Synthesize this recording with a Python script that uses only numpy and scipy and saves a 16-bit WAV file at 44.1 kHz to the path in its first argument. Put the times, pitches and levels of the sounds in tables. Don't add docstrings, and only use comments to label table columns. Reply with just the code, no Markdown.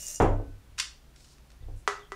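import sys
import numpy as np
from scipy import signal
from scipy.fft import rfft, irfft, next_fast_len
from scipy.io import wavfile
from scipy.ndimage import map_coordinates

SR = 44100
rng = np.random.default_rng(int(sys.argv[2]) if len(sys.argv) > 2 else 0)


def gain_from_decibels(decibels):
    exponent = np.asarray(decibels, float) / 20
    return 10 ** exponent


def dump(signal):
    limited = np.clip(np.atleast_2d(signal).T, -1, 1)
    pcm = np.round(limited * 32767).astype(np.int16)
    wavfile.write(sys.argv[1], SR, pcm)


N = 94815

WET_DB = {"rattle": -9.5, "thump": 3, "rock": -7, "cup": -11.5, "tap": -10, "glass": -18.5}


def unit(x):
    return x / np.sqrt(np.mean(x ** 2) + 1e-20)


def along(points, hz):
    f, v = np.transpose(points)
    return np.interp(np.log(hz + 1), np.log(f + 1), v)


def filtered(x, response):
    m = 2 * next_fast_len(N // 2 + SR // 4)
    spectrum = rfft(x, m) * response(np.fft.rfftfreq(m, 1 / SR))
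    return irfft(spectrum, m)[..., :N]


def causal(spectrum):
    def response(hz):
        cepstrum = irfft(np.log(np.maximum(gain_from_decibels(along(spectrum, hz)), 1e-4)))
        cepstrum[1:len(hz) - 1] *= 2
        cepstrum[len(hz):] = 0
        gain = np.exp(rfft(cepstrum))
        return gain / np.abs(irfft(gain)).max()
    return response


def band(hz, width_hz):
    return unit(filtered(rng.standard_normal(N), lambda f: 1 / (1 + ((f - hz) / width_hz) ** 4)))


def ring(modes, s, db, rise_s):
    t = np.maximum(np.arange(N) / SR - s, 0)
    decaying = sum(gain_from_decibels(db + level - 60 * t / t60) * np.sin(2 * np.pi * hz * t) for hz, level, t60 in modes)
    return (1 - np.exp(-t / rise_s)) * decaying


def clicks(events):
    x = np.zeros(N)
    for s, db, *_ in events:
        x[round(s * SR)] = gain_from_decibels(db)
    return x


def grains(per_s, spread_db):
    chance, sign, size = rng.random((3, N))
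    return (chance < per_s / SR) * np.sign(sign - .5) * gain_from_decibels(-spread_db * np.log(size + 0.03))


def bursts(rows, rise_s):
    t = np.arange(N) / SR
    envelope = 0
    for s, db, length in rows:
        rise = np.clip((t - s) / rise_s, 0, 1)
        envelope = envelope + gain_from_decibels(db) * rise * np.exp(-np.maximum(t - s - length, 0) / rise_s)
    return envelope


def room(x, wet_db, direct=1):
    # f/Hz, t60/s
    kitchen = [(100, 0.4), (300, 0.45), (700, 0.33), (2000, 0.32), (5000, 0.33), (8000, 0.3), (14000, 0.23)]
    hz, t, z = signal.stft(rng.standard_normal(SR), SR, nperseg=256)
    decay = gain_from_decibels(-60 * t / along(kitchen, hz)[:, None])
    tail = signal.istft(z * decay, SR, nperseg=256)[1]
    tail = np.pad(tail, (90, 0))
    return direct * x + gain_from_decibels(wet_db) * 2 * signal.fftconvolve(x, tail / np.linalg.norm(tail))[:N]


def full_jar():
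    # t/s, level/dB
    rattle = [(0, -41.5), (.05, -44), (.08, -41), (.165, -47), (.19, -70), (0.224, -51), (.24, -76),
              (.29, -78)]
    # t/s, level/dB rms, length/s
    bean_hits = [(.0668, -27, 0.0012), (.0815, -30.5, 0.0022), (.1008, -30.5, 0.0018),
                 (.1275, -36.5, 0.0014), (.1458, -33.5, 0.0018), (.1577, -29, 0.0015), (.218, -47.5, 0.011)]
    # f/Hz, width/Hz, level/dB
    jar_modes = [(615, 39, -11), (1987, 50, -27.5), (2857, 28.5, -2.5), (5820, 36, 3.5), (6460, 270, -4),
                 (7180, 80, 2), (8070, 77, -9.5), (8600, 78, -10), (9370, 11, 2.5), (9590, 14, -23),
                 (11800, 60, -9), (13100, 92, -25.5), (13800, 49, -24.5)]
    # f/Hz, level/dB
    bean = [(500, -23.5), (2500, -17), (4200, -19), (5500, -6), (7200, -7.5), (10500, -13), (15500, -12)]

    def voice(x):
        def response(f):
            glass = sum(gain_from_decibels(db) * 1j * f * w / (c * c - f * f + 1j * f * w) for c, w, db in jar_modes)
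            click = causal(bean)(f)
            return gain_from_decibels(13.5) * glass + 1.08 * click / np.abs(click).max()
        return filtered(x, response)

    level = gain_from_decibels(np.interp(np.arange(N) / SR, *np.transpose(rattle), right=-140))
    push = grains(per_s=3500, spread_db=4)
    hits = band(7500, 2500)
    rattling = level * push / voice(push).std()
    landing = bursts(bean_hits, 0.00079) * hits / voice(hits).std()
    return voice(rattling + landing)


def air():
    # f/Hz, level/dB
    tone_colour = [(12, -37.5), (20, 1.5), (64, -1.5), (90, -14), (290, -16), (478, -21), (649, -22.5),
                   (4190, -31.5), (15500, -40)]
    # f/Hz, level/dB
    hum_partials = [(59.5, -57), (120, -72), (141, -65.5)]
    t = np.arange(N) / SR
    tone = gain_from_decibels(-57) * unit(filtered(rng.standard_normal(N), lambda f: gain_from_decibels(along(tone_colour, f))))
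    lumps = gain_from_decibels(5 * map_coordinates(rng.standard_normal(40), [t * 9]))
    low = unit(filtered(rng.standard_normal(N), lambda f: f / 30 / (1 + (f / 45) ** 4)))
    rumble = gain_from_decibels(-63.5) * lumps * low
    hum = sum(gain_from_decibels(db) * np.sin(2 * np.pi * hz * t) for hz, db in hum_partials)
    hiss = unit(filtered(rng.standard_normal(N), lambda f: 1 / (1 + (8810 / (f + 1)) ** 4)))
    apart = gain_from_decibels(-77.5) * hiss
    return tone + rumble + hum + np.array([apart, -apart])


def table_top():
    # t/s, level/dB
    set_down = [
        (0.2018, -9),
        (0.2174, -20),
        (0.2237, -31),
    ]
    # t/s, level/dB
    rock = [
        (.399, -41.5),
        (1.625, -61.5),
        (1.685, -52),
        (1.698, -65),
    ]
    # f/Hz, level/dB
    wood = [(35, -27), (95, 2), (165, -15), (260, -2.5), (680, -1), (1200, -10.5), (3000, -31.5),
            (14000, -77)]
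    # f/Hz, level/dB, t60/s
    boards = [(333.5, -23, 0.1), (433.4, -29, 0.18), (477, -27, 0.11), (599, -26.5, 0.075),
              (662.1, -28.5, 0.28), (722, -30.5, 0.17), (891, -34, 0.23), (242.9, -37, 0.22),
              (286, -29, 0.5)]
    # f/Hz, level/dB, t60/s
    neighbour = [(1507, -53, 1.2)]

    blow = filtered(clicks(set_down), causal(wood))
    blow = blow + sum(ring(boards, s, db + 1, 0.00078) for s, db in set_down)

    rock_hz = 857
    soft = filtered(clicks(rock), lambda f: 8 * causal(wood)(f) / (1 + 1j * f / rock_hz) ** 3)
    damped = [(hz, level, t60 * 0.45) for hz, level, t60 in boards]
    soft = soft + sum(ring(damped, s, db + 21, 0.0062) for s, db in rock)

    sympathetic = ring(neighbour, set_down[0][0], 0, .01)
    return room(blow, WET_DB["thump"]) + room(soft, WET_DB["rock"]) + sympathetic


def table_frame():
    # f/Hz, level/dB, t60/s
    legs = [(30.1, 1.5, 0.79), (62.3, 3, 0.3), (98.36, -2, 0.75), (81, -2.5, 0.18), (147.3, -26, 0.6)]
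    # t/s, level/dB, rise/s, length/s
    shoves = [
        (0.205, -22, 0.012, 0.264),
        (.275, -25, 0.01, 0.13),
        (0.423, -33.5, 0.046, 0.17),
        (0.674, -48, 0.021, 0.092),
        (1.185, -51.5, 0.038, 0.07),
        (1.609, -38.5, 0.012, 0.16),
        (1.643, -39.5, 0.017, 0.068),
        (1.713, -37.5, .01, 0.072),
    ]
    stop_s = 0.02
    t = np.arange(N) / SR
    sway = 0
    for s, db, rise, length in shoves:
        sway = sway + ring(legs, s, db, rise) * np.exp(-np.maximum(t - s - length, 0) / stop_s)
    return sway


def cup():
    # t/s, level/dB rms, length/s
    pat = [
        (.776, -54, .004),
        (.781, -30.5, 0.0013),
        (.786, -31.5, .006),
        (.797, -22.5, 0.0063),
        (.809, -39.5, .006),
        (.824, -38.5, 0.0037),
    ]
    # t/s, level/dB rms, length/s
    settle = [(1.159, -56, .004), (1.202, -63.5, 0.0056), (1.244, -60.5, 0.0055), (1.382, -55, 0.0018),
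              (1.502, -56, .003), (1.516, -57.5, 0.0033)]
    # t/s, level/dB rms, length/s
    shift = [(1.15, -65.5, 0.18), (1.19, -74, 0.036), (1.295, -73, 0.022), (1.5, -94, 0.063)]
    # t/s, level/dB rms, length/s
    skin = [
        (1.3, -84, 0.019),
        (1.755, -68.5, 0.051),
    ]
    # f/Hz, level/dB
    plastic = [(500, -55.5), (820, -30.5), (960, -6), (1500, -1), (2840, -1), (4830, 0), (8990, -8),
               (15500, -38)]

    crunch = unit(filtered(grains(per_s=11000, spread_db=2), causal(plastic)))
    small = unit(filtered(grains(per_s=9000, spread_db=4), causal(plastic)))
    slide = unit(filtered(small, lambda f: 1 / (1 + (3520 / (f + 1)) ** 4)))
    beans = crunch * bursts(pat, 0.0027) + small * bursts(settle, 0.0018) + slide * bursts(shift, 0.022)
    return beans + band(8500, 2800) * bursts(skin, 0.012)


def taps():
    # t/s, level/dB, glass ring/dB, pitch ratio of the air in the jar
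    rim_taps = [
        (1.8769, -8, -6.5, 1.0),
        (2.1201, -24, 0.5, 0.96),
    ]
    # t/s, level/dB
    grip = [(1.6, -62)]
    # t/s, level/dB rms, length/s, f/Hz
    squeaks = [
        (1.962, -57, .01, 4620),
        (1.998, -65, .03, 3550),
        (2.025, -64, .045, 3250),
        (1.625, -67, .01, 3600),
    ]
    # f/Hz, level/dB, t60/s
    wall = [(1975, -22, .36), (1967.5, -24.5, .36)]
    empty_jar = [(1220, -20.5, 0.18), (1310, -21.5, .28), (1140, -37, .1), (1506, -29, 0.23)]
    cavity = [(411, -17, .24), (404, -23, .3)]
    # f/Hz, level/dB
    hollow_colour = [(150, -44), (466, -11.5), (646, -7), (1250, 5), (2090, -7), (2500, -11.5),
                     (7250, -21.5), (15500, -90)]
    snap_colour = [(1500, -32), (2500, -9), (6500, 2), (10500, -11.5), (15500, -27.5)]

    glass = sum(ring(wall[:1], s, db + 18, .005) for s, db in grip)
    for s, db, glass_db, pitch in rim_taps:
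        inside = [(hz * pitch, level, t60) for hz, level, t60 in cavity]
        glass = glass + ring(wall + empty_jar + inside, s, db + glass_db, 0.00043)

    crack_db, crack_s = -28, 0.0056
    crack = band(5560, 3750) * bursts([(s, db + crack_db, crack_s) for s, db, *_ in rim_taps], .0006)
    snap = filtered(clicks(rim_taps), causal(snap_colour))
    rub = sum(band(hz, 165) * bursts([(s, db, length)], 0.0051) for s, db, length, hz in squeaks)
    hollow = room(filtered(clicks(rim_taps), causal(hollow_colour)), WET_DB["tap"])
    return hollow + crack + room(snap, -18, direct=0) + room(glass + rub, WET_DB["glass"])


def scene():
    jar = room(full_jar(), WET_DB["rattle"])
    table = table_top() + table_frame()
    return jar + air() + table + room(cup(), WET_DB["cup"]) + taps()


def band_limit(x):
    return signal.sosfilt(signal.butter(12, 15660, fs=SR, output="sos"), x)


def record(dry):
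    top_hz = 15700
    mix = filtered(dry, lambda f: f < top_hz)
    return band_limit(mix)


dry = scene()
out = record(dry)
dump(out)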